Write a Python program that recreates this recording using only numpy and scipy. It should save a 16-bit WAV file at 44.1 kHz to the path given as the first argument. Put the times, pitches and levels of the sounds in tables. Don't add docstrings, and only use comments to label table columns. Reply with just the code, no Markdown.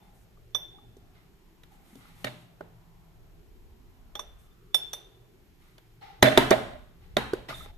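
import sys
import numpy as np
from scipy import signal
from scipy.fft import rfft, irfft, next_fast_len
from scipy.io import wavfile
from scipy.ndimage import map_coordinates

SR = 44100
rng = np.random.default_rng(int(sys.argv[2]) if len(sys.argv) > 2 else 0)


def unload_audio(sound):
    columns = np.transpose(np.atleast_2d(sound))
    steps = np.round(np.clip(columns, -1, 1) * 32767)
    wavfile.write(sys.argv[1], SR, steps.astype(np.int16))


def magnitude_from_level(level_db):
    exponent = np.asarray(level_db, float) / 20
    return 10 ** exponent


N = 342657
EDGES_HZ = 22 * 2 ** np.arange(0, 9.7, .4)
CENTRES_HZ = np.sqrt(EDGES_HZ[1:] * EDGES_HZ[:-1])
BANK = [signal.butter(2, edges, "band", fs=SR, output="sos") for edges in zip(EDGES_HZ, EDGES_HZ[1:])]
HALVES = np.array([[.5], [-.5]])
SWELL_RISE, SWELL_SAG_DB = .4, 6


def rms_one(x):
    return x / np.sqrt(np.mean(x ** 2) + 1e-20)


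def at_hz(hz_points, values, hz):
    return np.interp(np.log(hz), np.log(hz_points), values)


def drift(rate):
    knots = rng.standard_normal(int(N / SR * rate) + 3)
    coarse = np.arange(0, N + 32, 32)
    curve = map_coordinates(knots, [coarse / SR * rate], order=3)
    return np.interp(np.arange(N), coarse, curve)


def mix(gains, bands):
    return np.tensordot(gains.astype(np.float32), bands, 1)


def strokes(rows, rise, sag_db, quiet_db):
    power = np.full((len(rows[0]) - 2, N + SR), magnitude_from_level(2 * quiet_db))
    for s, length, *level_db in rows:
        u = np.linspace(0, 1, int(length * SR))
        sag = magnitude_from_level(-sag_db * np.maximum(u - rise, 0))
        let_go = np.minimum(8 * (1 - u), 1)
        shape = np.minimum(u / rise, 1) * sag * let_go
        power[:, round(s * SR):][:, :len(u)] += (magnitude_from_level(np.array(level_db))[:, None] * shape) ** 2
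    return 10 * np.log10(power[:, :N])


def resonance(x, hz, width_hz):
    r = np.exp(-np.pi * width_hz / SR)
    poles = [1, -2 * r * np.cos(2 * np.pi * hz / SR), r * r]
    return signal.lfilter((1 - r * r) / 2 * np.array([1, 0, -1]), poles, x)


def bowed(source, levels_db, modes):
    out = 0
    for db, (hz, wide, pan_db) in zip(levels_db, modes):
        tone = rms_one(resonance(resonance(source, hz, wide), hz, wide))
        out = out + magnitude_from_level(db + pan_db * HALVES) * tone
    return out


# f/Hz, likeness/-1 to 1
LIKENESS = [(60, -0.45), (130, 0.72), (290, 0.64), (630, 0.26), (1390, 0.23), (3060, -1.1), (6710, 0.65),
            (14700, 0.78)]


def noise_bands(length):
    white = rng.standard_normal((2, 2, length))
    bands = np.empty((len(BANK), 2, length), np.float32)
    alike = np.clip(at_hz(*np.transpose(LIKENESS), CENTRES_HZ), -1, 1)
    alike = np.maximum(alike, .65 * (CENTRES_HZ < 250))
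    for k, band in enumerate(BANK):
        weights = np.sqrt(1 + alike[k] * np.array([[1], [-1]]))
        mid, side = signal.sosfilt(band, white[k % 2]) * weights
        bands[k] = mid + side, mid - side
    return bands


# f/Hz, density/dB per Hz
HUM = [(47, -31), (80, -4), (167, -3.5), (231, -8), (398, -15), (483, -18), (778, -12), (1010, -20),
       (2860, -25), (7740, -34), (8630, -35.5), (13300, -36.5), (14200, -28)]


def room_hum(noise, patchy_db):
    gains = magnitude_from_level(at_hz(*np.transpose(HUM), CENTRES_HZ)) * (CENTRES_HZ > 90)
    flickers = (CENTRES_HZ > 90) & (CENTRES_HZ < 1500)
    hum = mix(gains * ~flickers, noise)
    for gain, band in zip(gains[flickers], noise[flickers]):
        hum = hum + gain * band * magnitude_from_level(patchy_db * drift(2.738))
    return magnitude_from_level(-64.5) * rms_one(hum)


# t/s, length/s, level/dB
RUMBLE = [
    (3.0, 0.8, -55.5),
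    (3.5, 1, -57.5),
    (6.15, 0.8, -50),
    (6.9, 0.59, -50),
    (7.45, 0.42, -48.5),
]


def hand_rumble(noise):
    low = mix((CENTRES_HZ < 90) * (30 / CENTRES_HZ) ** 0.99, noise)
    level_db = strokes(RUMBLE, SWELL_RISE, SWELL_SAG_DB, quiet_db=-63.5) + 1.6 * drift(4.5)
    return magnitude_from_level(level_db) * rms_one(low)


# t/s, length/s, drag level/dB, wet hiss level/dB, wall squeal level/dB
DRAGS = [(0.0, 0.19, -73, -80, -63.5), (.13, 0.13, -85, -73, -81), (.72, 0.15, -80, -100, -58.5),
         (1.13, 0.17, -69.5, -88, -78), (1.7, 0.14, -69.5, -73.5, -62), (1.8, 0.57, -67.5, -70, -74),
         (1.98, 0.28, -63.5, -90, -75), (2.12, 0.36, -67.5, -70, -89), (4.38, 0.1, -82, -73, -85),
         (5.59, 0.21, -68.5, -76, -88), (6.008, 0.12, -54, -74, -45), (6.11, 0.12, -62, -96, -56.5),
         (7.0, 0.17, -69, -84, -69), (7.482, 0.07, -42.5, -57, -75), (7.53, 0.14, -52, -56, -77),
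         (7.64, 0.079, -58.5, -71, -55.5)]
# f/Hz, density/dB per Hz
DRAG_COLOUR = [(150, -25.5), (250, -8.5), (570, -10.5), (806, -7), (1110, -10.5), (1250, -6.5),
               (1700, -12.5), (3620, -13), (3970, -16), (6000, -22), (7800, -54), (13200, -120)]


def drags(noise, grit_db, squeal_hz):
    levels_db = strokes(DRAGS, rise=0.16, sag_db=8, quiet_db=-120)
    level_db, hiss_db, squeal_db = levels_db + drift(25)
    grit = magnitude_from_level(grit_db * drift(150))
    colour = magnitude_from_level(at_hz(*np.transpose(DRAG_COLOUR), CENTRES_HZ)) * (CENTRES_HZ < 6000)
    body = rms_one(mix(colour, noise)[:, ::-1])
    hiss = rms_one(mix(CENTRES_HZ > 6000, noise)[:, ::-1])
    edge = resonance(body, 1300, 150) + 4.7 * resonance(body, 2050, 220) + 1.2 * resonance(body, 3650, 250)
    squeal = rms_one(resonance(resonance(body, squeal_hz, 110), squeal_hz, 110))
    rub = magnitude_from_level(level_db) * (magnitude_from_level(-1.5) * body + magnitude_from_level(-10.5) * rms_one(edge)) + magnitude_from_level(hiss_db) * hiss
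    return grit * rub + magnitude_from_level(squeal_db - 5.0) * squeal


# t/s, peak level/dB,
# f/Hz, t60/s
SQUEAKS = [(.012, -85, 3545, 0.4), (0.372, -64.5, 1150, .027), (.785, -56.5, 1172, 0.019),
           (1.161, -79, 2103, 0.19), (1.636, -49.5, 3770, 0.0079), (1.929, -58.5, 216, 0.068),
           (2.054, -59, 1340, 0.024), (2.609, -37.5, 1460, 0.01), (4.1534, -40.5, 3290, 0.027),
           (4.1541, -56, 825, 0.13), (4.193, -27.5, 1090, 0.0084), (4.1931, -38, 3590, 0.012),
           (4.206, -68, 1190, 0.1), (4.512, -77, 3560, 0.084), (4.9341, -36.5, 3565, 0.033),
           (5.783, -65, 3510, 0.023), (6.012, -67, 4220, 0.028), (6.2222, -40, 6500, 0.012),
           (6.2235, -36, 3900, 0.012), (6.3728, -36, 3800, 0.012), (6.3735, -32, 1900, 0.012),
           (7.166, -52, 3700, 0.012), (5.046, -66, 6300, 0.012), (7.3346, -32.5, 1480, 0.014),
           (7.336, -28.5, 405, 0.023), (7.493, -55, 2002, 0.033), (7.506, -38.5, 1417, 0.019),
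           (7.507, -44.5, 654, 0.035), (7.526, -44, 1210, 0.046), (7.541, -50, 3620, 0.031),
           (7.606, -49, 1256, 0.041)]


def squeaks(rise_s, glide_hz_per_s):
    t, out = np.arange(SR // 10) / SR, np.zeros(N)
    for s, peak_db, hz, t60 in SQUEAKS:
        sliding_hz = hz + glide_hz_per_s * t * (1000 < hz < 2000)
        ring = np.sin(2 * np.pi * t * sliding_hz) * (1 - np.exp(-t / rise_s))
        out[round(s * SR):][:len(t)] += magnitude_from_level(peak_db + 12.5 - 60 * t / t60) * ring
    return out


# t/s, length/s, low level/dB, middle level/dB, high
# level/dB
DRONE = [
    (0.2, 0.79, -65, -71, -71.5),
    (1.8, 1.14, -63, -61, -93),
    (2.7, 0.78, -71, -67.5, -87),
    (3.2, 0.75, -77, -85, -69.5),
    (4.4, 1.09, -69, -79, -66),
    (5.6, .7, -71, -82, -74),
    (6.15, 0.53, -48.5, -79.5, -52),
    (6.8, 0.92, -63.5, -65.5, -71),
]


def traffic_drone(white):
    levels_db = strokes(DRONE, SWELL_RISE, SWELL_SAG_DB, quiet_db=-79.5)
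    return bowed(white, levels_db, [(116.1, 20, .1), (163.2, 31, 0.103), (373, 150, .1)])


def click_bands():
    click = signal.unit_impulse(2048)
    return np.array([signal.sosfilt(band, click) * (-1) ** k for k, band in enumerate(BANK)])


def blows(events, modes, colour_hz, ring_db, rise_s, crack_db, crack_s, spread_db, detune, most_cycles,
          far_db, low_hz, broad):
    hz, mode_db, t60, pan_db = np.transpose(modes)
    t60 = np.minimum(t60, most_cycles / hz)
    t = np.arange(int(3 * t60.max() * SR) // 4) / SR
    short = t[:2048]
    out, order = np.zeros((3, N + SR)), np.argsort(colour_hz)
    noise, click = noise_bands(len(events) * 2048), click_bands()
    chance = rng.standard_normal((len(events), 3, len(hz)))
    tilt = np.sqrt(2000 / (CENTRES_HZ + 300)) * np.minimum(CENTRES_HZ / low_hz, 1) ** 3
    for k, (s, *colour_db) in enumerate(events):
        at = round(s * SR)
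        points_hz, points_db = colour_hz[order], np.array(colour_db)[order]
        level = magnitude_from_level(ring_db + mode_db + at_hz(points_hz, points_db, hz) + spread_db * chance[k, 0])
        skew = .5 * chance[k, 1] * np.minimum(hz / 900, 1)
        at_ports = level * magnitude_from_level(pan_db * HALVES) * np.exp(1j * skew * [[1], [-1]])
        loaded = hz * (1 + detune * chance[k, 2])
        turning = (2j * np.pi * loaded - np.log(1000) / t60)[:, None]
        rings = np.exp((t * turning).astype(np.complex64))
        out[:2, at:at + len(t)] += (at_ports @ rings).imag * (1 - np.exp(-t / rise_s))
        tone = magnitude_from_level(crack_db + at_hz(points_hz[broad], points_db[broad], CENTRES_HZ)) * tilt
        crack = np.tensordot(tone, noise[:, :, k * 2048:(k + 1) * 2048], 1)
        crack = 0.77 * crack[0] + 0.19 * crack
        out[:2, at:at + 2048] += crack * np.exp(-short / crack_s) * (1 - np.exp(-short / rise_s))
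        out[2, at:at + 2048] += magnitude_from_level(far_db) * tone @ click
    return out[:, :N]


# t/s, first ring level/dB, second ring level/dB, third ring level/dB, top rings level/dB
CLINKS = [
    (0.5478, -31.5, -39.5, -29.5, -48),
    (4.153, -47.5, -52, -43.5, -52),
    (4.1933, -47.5, -49.5, -38.5, -48.5),
    (4.7446, -22.5, -27.5, -37.5, -31),
    (4.9314, -45, -52, -35, -40),
]
# f/Hz, level/dB, t60/s, left minus right/dB
JAR = [(592, -9, 0.11, -8.5), (1200, -6.5, 0.042, -4), (3370, -12, 0.053, -5), (3521, 4, 0.105, -17),
       (3508, -21, .28, -6), (3590, -7.5, 0.04, -3.5), (5535, 0.5, 0.05, 2), (5520, -18, .3, 1.5),
       (5931, -1, 0.06, -7), (5873, -21, .25, -2), (5945, -23, .35, -0.5), (7230, -17.5, .04, -1.5),
       (8250, -15, .1, 2.5), (9190, -9.5, .04, 1), (9313, -23, 0.25, 0.5), (10050, -12, .22, 0),
       (10220, -5.5, .06, -1.5), (12100, -12, .15, 0), (12770, -4.5, .05, -1), (12810, -12, .25, -1),
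       (13300, -15, .1, -0.5), (14000, -9, 0.13, -3.5)]


def clinks():
    events = [(*row, -27 + 0.27 * row[1]) for row in CLINKS]
    colour_hz = np.array([3500, 5530, 5930, 9000, 1200])
    return blows(events, JAR, colour_hz, ring_db=0.5, rise_s=.0007, crack_db=7.5, crack_s=0.0063,
                 spread_db=1.2, detune=0, most_cycles=1760, far_db=17, low_hz=430,
                 broad=slice(0, 5, 4))


# t/s, peak level/dB, f/Hz, t60/s, left minus right/dB
RINGS = [(.5478, -44, 3569, 0.5, -7), (.5478, -52, 3510, 0.8, -8), (.5478, -52, 6170, 0.12, 3),
         (.549, -48, 12770, 0.25, 2.5), (2.243, -29, 2900, 0.021, 5), (2.244, -36, 4230, 0.023, -3),
         (2.246, -43, 125, 0.35, 1.5), (2.272, -46.5, 1990, .03, 0), (2.272, -43, 2900, 0.033, 0),
         (4.195, -52, 6200, 0.087, 0.5), (4.193, -64, 5590, .25, 0.5), (4.9318, -44, 3601, 0.24, -4),
         (4.9314, -56, 5986, .35, -2.5), (5.047, -56, 3600, 0.05, -8.5), (4.7446, -44, 3575, 0.3, -7),
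         (6.2265, -17.5, 3983, 0.042, -11), (6.2265, -22.5, 3650, 0.026, -1.5),
         (6.2265, -22.5, 2070, 0.053, 4), (6.228, -27, 223, .25, -2), (6.228, -26, 268, .3, 1),
         (6.378, -27, 266, .3, 1), (6.228, -34, 125, .3, -3.5), (6.227, -17.5, 612, 0.055, -18),
         (6.254, -28, 1600, 0.056, 0.5), (6.274, -28.5, 1740, .04, -3), (6.227, -25, 1030, 0.06, 4),
         (6.376, -25.5, 3960, 0.066, -3), (6.379, -31, 126, 0.43, -2), (6.377, -20, 912, 0.14, -9),
         (6.405, -39.5, 3520, .12, -5), (6.511, -13.5, 612, 0.12, -11), (6.512, -28, 1400, 0.034, 5),
         (6.511, -26, 1940, 0.07, -6), (7.168, -31, 1400, 0.057, 10), (7.168, -40, 1026, 0.041, -20.5),
         (7.168, -27.5, 1963, 0.059, -7), (7.168, -20, 3730, 0.026, -4), (7.235, -61, 1350, .12, -2.5),
         (7.515, -54, 2020, .04, -5), (4.1532, -53.5, 3560, 0.28, -9), (4.194, -61.5, 3630, 0.29, -1),
         (4.745, -32.5, 9300, .06, 0.5)]


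def favoured_rings(rise_s):
    t, out = np.arange(SR // 2) / SR, np.zeros((2, N + SR))
    for s, peak_db, hz, t60, pan_db in RINGS:
        ring = np.sin(2 * np.pi * hz * t) * (1 - np.exp(-t / rise_s))
        out[:, round(s * SR):][:, :len(t)] += magnitude_from_level(peak_db + pan_db * HALVES - 60 * t / t60) * ring
    return out[:, :N]


# f/Hz, t60/s, level/dB
KITCHEN = [(100, 1, -7.5), (388, 0.48, -9.5), (1540, 0.61, -15.5), (4140, 0.62, -10.5), (4800, 0.5, -17),
           (6500, 0.55, -18.5), (8940, 0.59, -21), (15500, 0.12, -12)]


def kitchen(x, gap_s):
    t = np.arange(int(.8 * SR)) / SR
    hz, t60, level_db = np.transpose(KITCHEN)
    start_db = at_hz(hz, level_db, CENTRES_HZ)[:, None]
    fade = magnitude_from_level(start_db - 60 * t / at_hz(hz, t60, CENTRES_HZ)[:, None])
    echoes = np.sum(noise_bands(len(t)) * fade[:, None], axis=0)
    echoes = echoes * (1 - np.exp(-(t / gap_s) ** 2)) / 20
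    return signal.fftconvolve(x[None], echoes, axes=1)[:, :N]


# t/s, tick level/dB, counter thump level/dB, belly level/dB, rim level/dB
KNOCKS = [(0.9675, -57.5, -67.5, -53.5, -78), (1.6337, -54, -51.5, -74, -48), (1.9545, -51, -40, -45, -57),
          (2.2443, -29.5, -33, -28, -24.5), (2.6075, -57, -52.5, -30, -39.5), (5.7808, -54, -90, -57, -47),
          (6.2253, -14.5, -35, -13, -5), (6.2279, -14, -12, -6.5, -8.5), (6.3745, -14.5, -47, -8, -3.5),
          (6.3775, -20.5, -17, -7.5, -10), (6.5066, -19.5, -25, -18.5, -23), (6.5114, -31, -20, -10, -9),
          (7.1676, -35, -46.5, -56.5, -25), (7.1676, -27, -28.5, -15.5, -12),
          (7.1824, -42, -34.5, -27.5, -28.5), (7.3337, -37, -52, -19.5, -31.5),
          (7.4874, -49, -29.5, -44, -35), (7.6594, -61, -60.5, -44, -46)]
# f/Hz, level/dB, t60/s, left minus right/dB
BOWL = [(128.1, -9.5, 0.37, 1.5), (219.2, -8.5, 0.29, -5), (271, -8, 0.22, 6), (387, 4.5, 0.03, -2.5),
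        (612, -4.5, 0.028, -22.5), (663, -8, 0.012, -12.5), (863, -10.5, 0.1, -10), (953, -8, 0.09, 4),
        (1250, -3.5, 0.014, 10.5), (1550, -18.5, 0.03, 21), (1882, 1.5, 0.047, -5.5),
        (2220, -19, .02, -25.5), (2950, -1, .015, -10), (3560, 8.5, .015, -2), (4376, 2.5, .012, -13.5),
        (6110, -3, .01, -30.5)]


def knocks():
    events = [(*row, 0.74 + np.mean(row[3:])) for row in KNOCKS]
    colour_hz = np.array([5000, 170, 395, 1600, 620])
    return blows(events, BOWL, colour_hz, ring_db=-5.5, rise_s=.0012, crack_db=2.5, crack_s=0.004,
                 spread_db=4.5, detune=0.029, most_cycles=40, far_db=18.5, low_hz=128, broad=slice(None))


# t/s, length/s, wall level/dB, rim level/dB, edge level/dB
CHATTER = [
    (2.25, 0.045, -45, -47.5, -52),
    (2.268, 0.018, -42, -38, -48),
    (6.238, 0.055, -22.5, -25.5, -37.5),
    (6.29, 0.099, -37, -35.5, -49),
    (6.383, 0.063, -32.5, -35.5, -42),
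    (6.514, 0.036, -22.5, -30.5, -40),
    (6.55, 0.237, -47, -61, -69),
    (7.49, 0.047, -55.5, -58, -70),
    (7.535, 0.13, -62.5, -75, -54.5),
]


def chatter(white):
    levels_db = strokes(CHATTER, rise=.1, sag_db=8, quiet_db=-120) + 2.5 * drift(150)
    return bowed(white, levels_db, [(628, 138, -8.0), (1727, 1000, -5.5), (3620, 340, -7.5)])


# t/s, level/dB, f/Hz, length/s, left minus right/dB
HELD = [
    (6.261, -30, 3505, 0.028, -6.5),
    (6.267, -20, 612, 0.021, -8),
    (6.522, -25, 640, 0.024, -8),
]


def held_rings():
    rise_s, choke_t60_s = .002, .03
    t, out = np.arange(SR // 5) / SR, np.zeros((2, N))
    for s, level_db, hz, length, pan_db in HELD:
        choke = magnitude_from_level(-60 * np.maximum(t - length, 0) / choke_t60_s)
        ring = np.sin(2 * np.pi * hz * t) * (1 - np.exp(-t / rise_s)) * choke
        out[:, round(s * SR):][:, :len(t)] += magnitude_from_level(level_db + pan_db * HALVES) * ring
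    return out


# f/Hz, phase/rad
PORT_PHASE = [(150, .1), (400, .3), (620, 1), (2000, 1.3), (2900, 1.6), (3500, 0.28), (6000, .4),
              (8500, 1.4), (15000, 0.98)]


def ports(near):
    size = next_fast_len(N)
    lead = at_hz(*np.transpose(PORT_PHASE), np.arange(1, size // 2 + 2) * SR / size)
    late = irfft(rfft(near[1], size) * np.exp(-1j * lead), size)[:N]
    return np.array([near[0], late])


def scene():
    noise = noise_bands(N)
    white = noise.sum(axis=0)
    steady = room_hum(noise, patchy_db=3.0) + hand_rumble(noise)
    steady = steady + drags(noise, grit_db=0.5, squeal_hz=812) + traffic_drone(white)
    jar, bowl, bounces = clinks(), knocks(), chatter(white)
    rings = favoured_rings(rise_s=0.00069) + held_rings()
    near = rings + jar[:2] + bowl[:2] + bounces + squeaks(rise_s=0.0021, glide_hz_per_s=2400)
    far = jar[2] + bowl[2] + magnitude_from_level(-12.5) * rings[1]
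    far = far + magnitude_from_level(-14.5) * jar[1] + magnitude_from_level(-15) * bowl[1] + magnitude_from_level(-13) * bounces[1]
    echoed = steady + kitchen(far, gap_s=0.002)
    soft_top = signal.cheby2(10, 40, 14700, fs=SR, output="sos")
    return ports(near) + signal.sosfilt(soft_top, echoed)


def band_limit(x):
    return signal.sosfilt(signal.butter(12, 15320, fs=SR, output="sos"), x)


def record(dry):
    overloaded = 1.605 * np.tanh(dry / 1.125)
    dull = signal.sosfilt(signal.cheby2(8, 35, 15250, fs=SR, output="sos"), overloaded)
    return band_limit(np.clip(dull, -.99, .99))


dry = scene()
out = record(dry)
unload_audio(out)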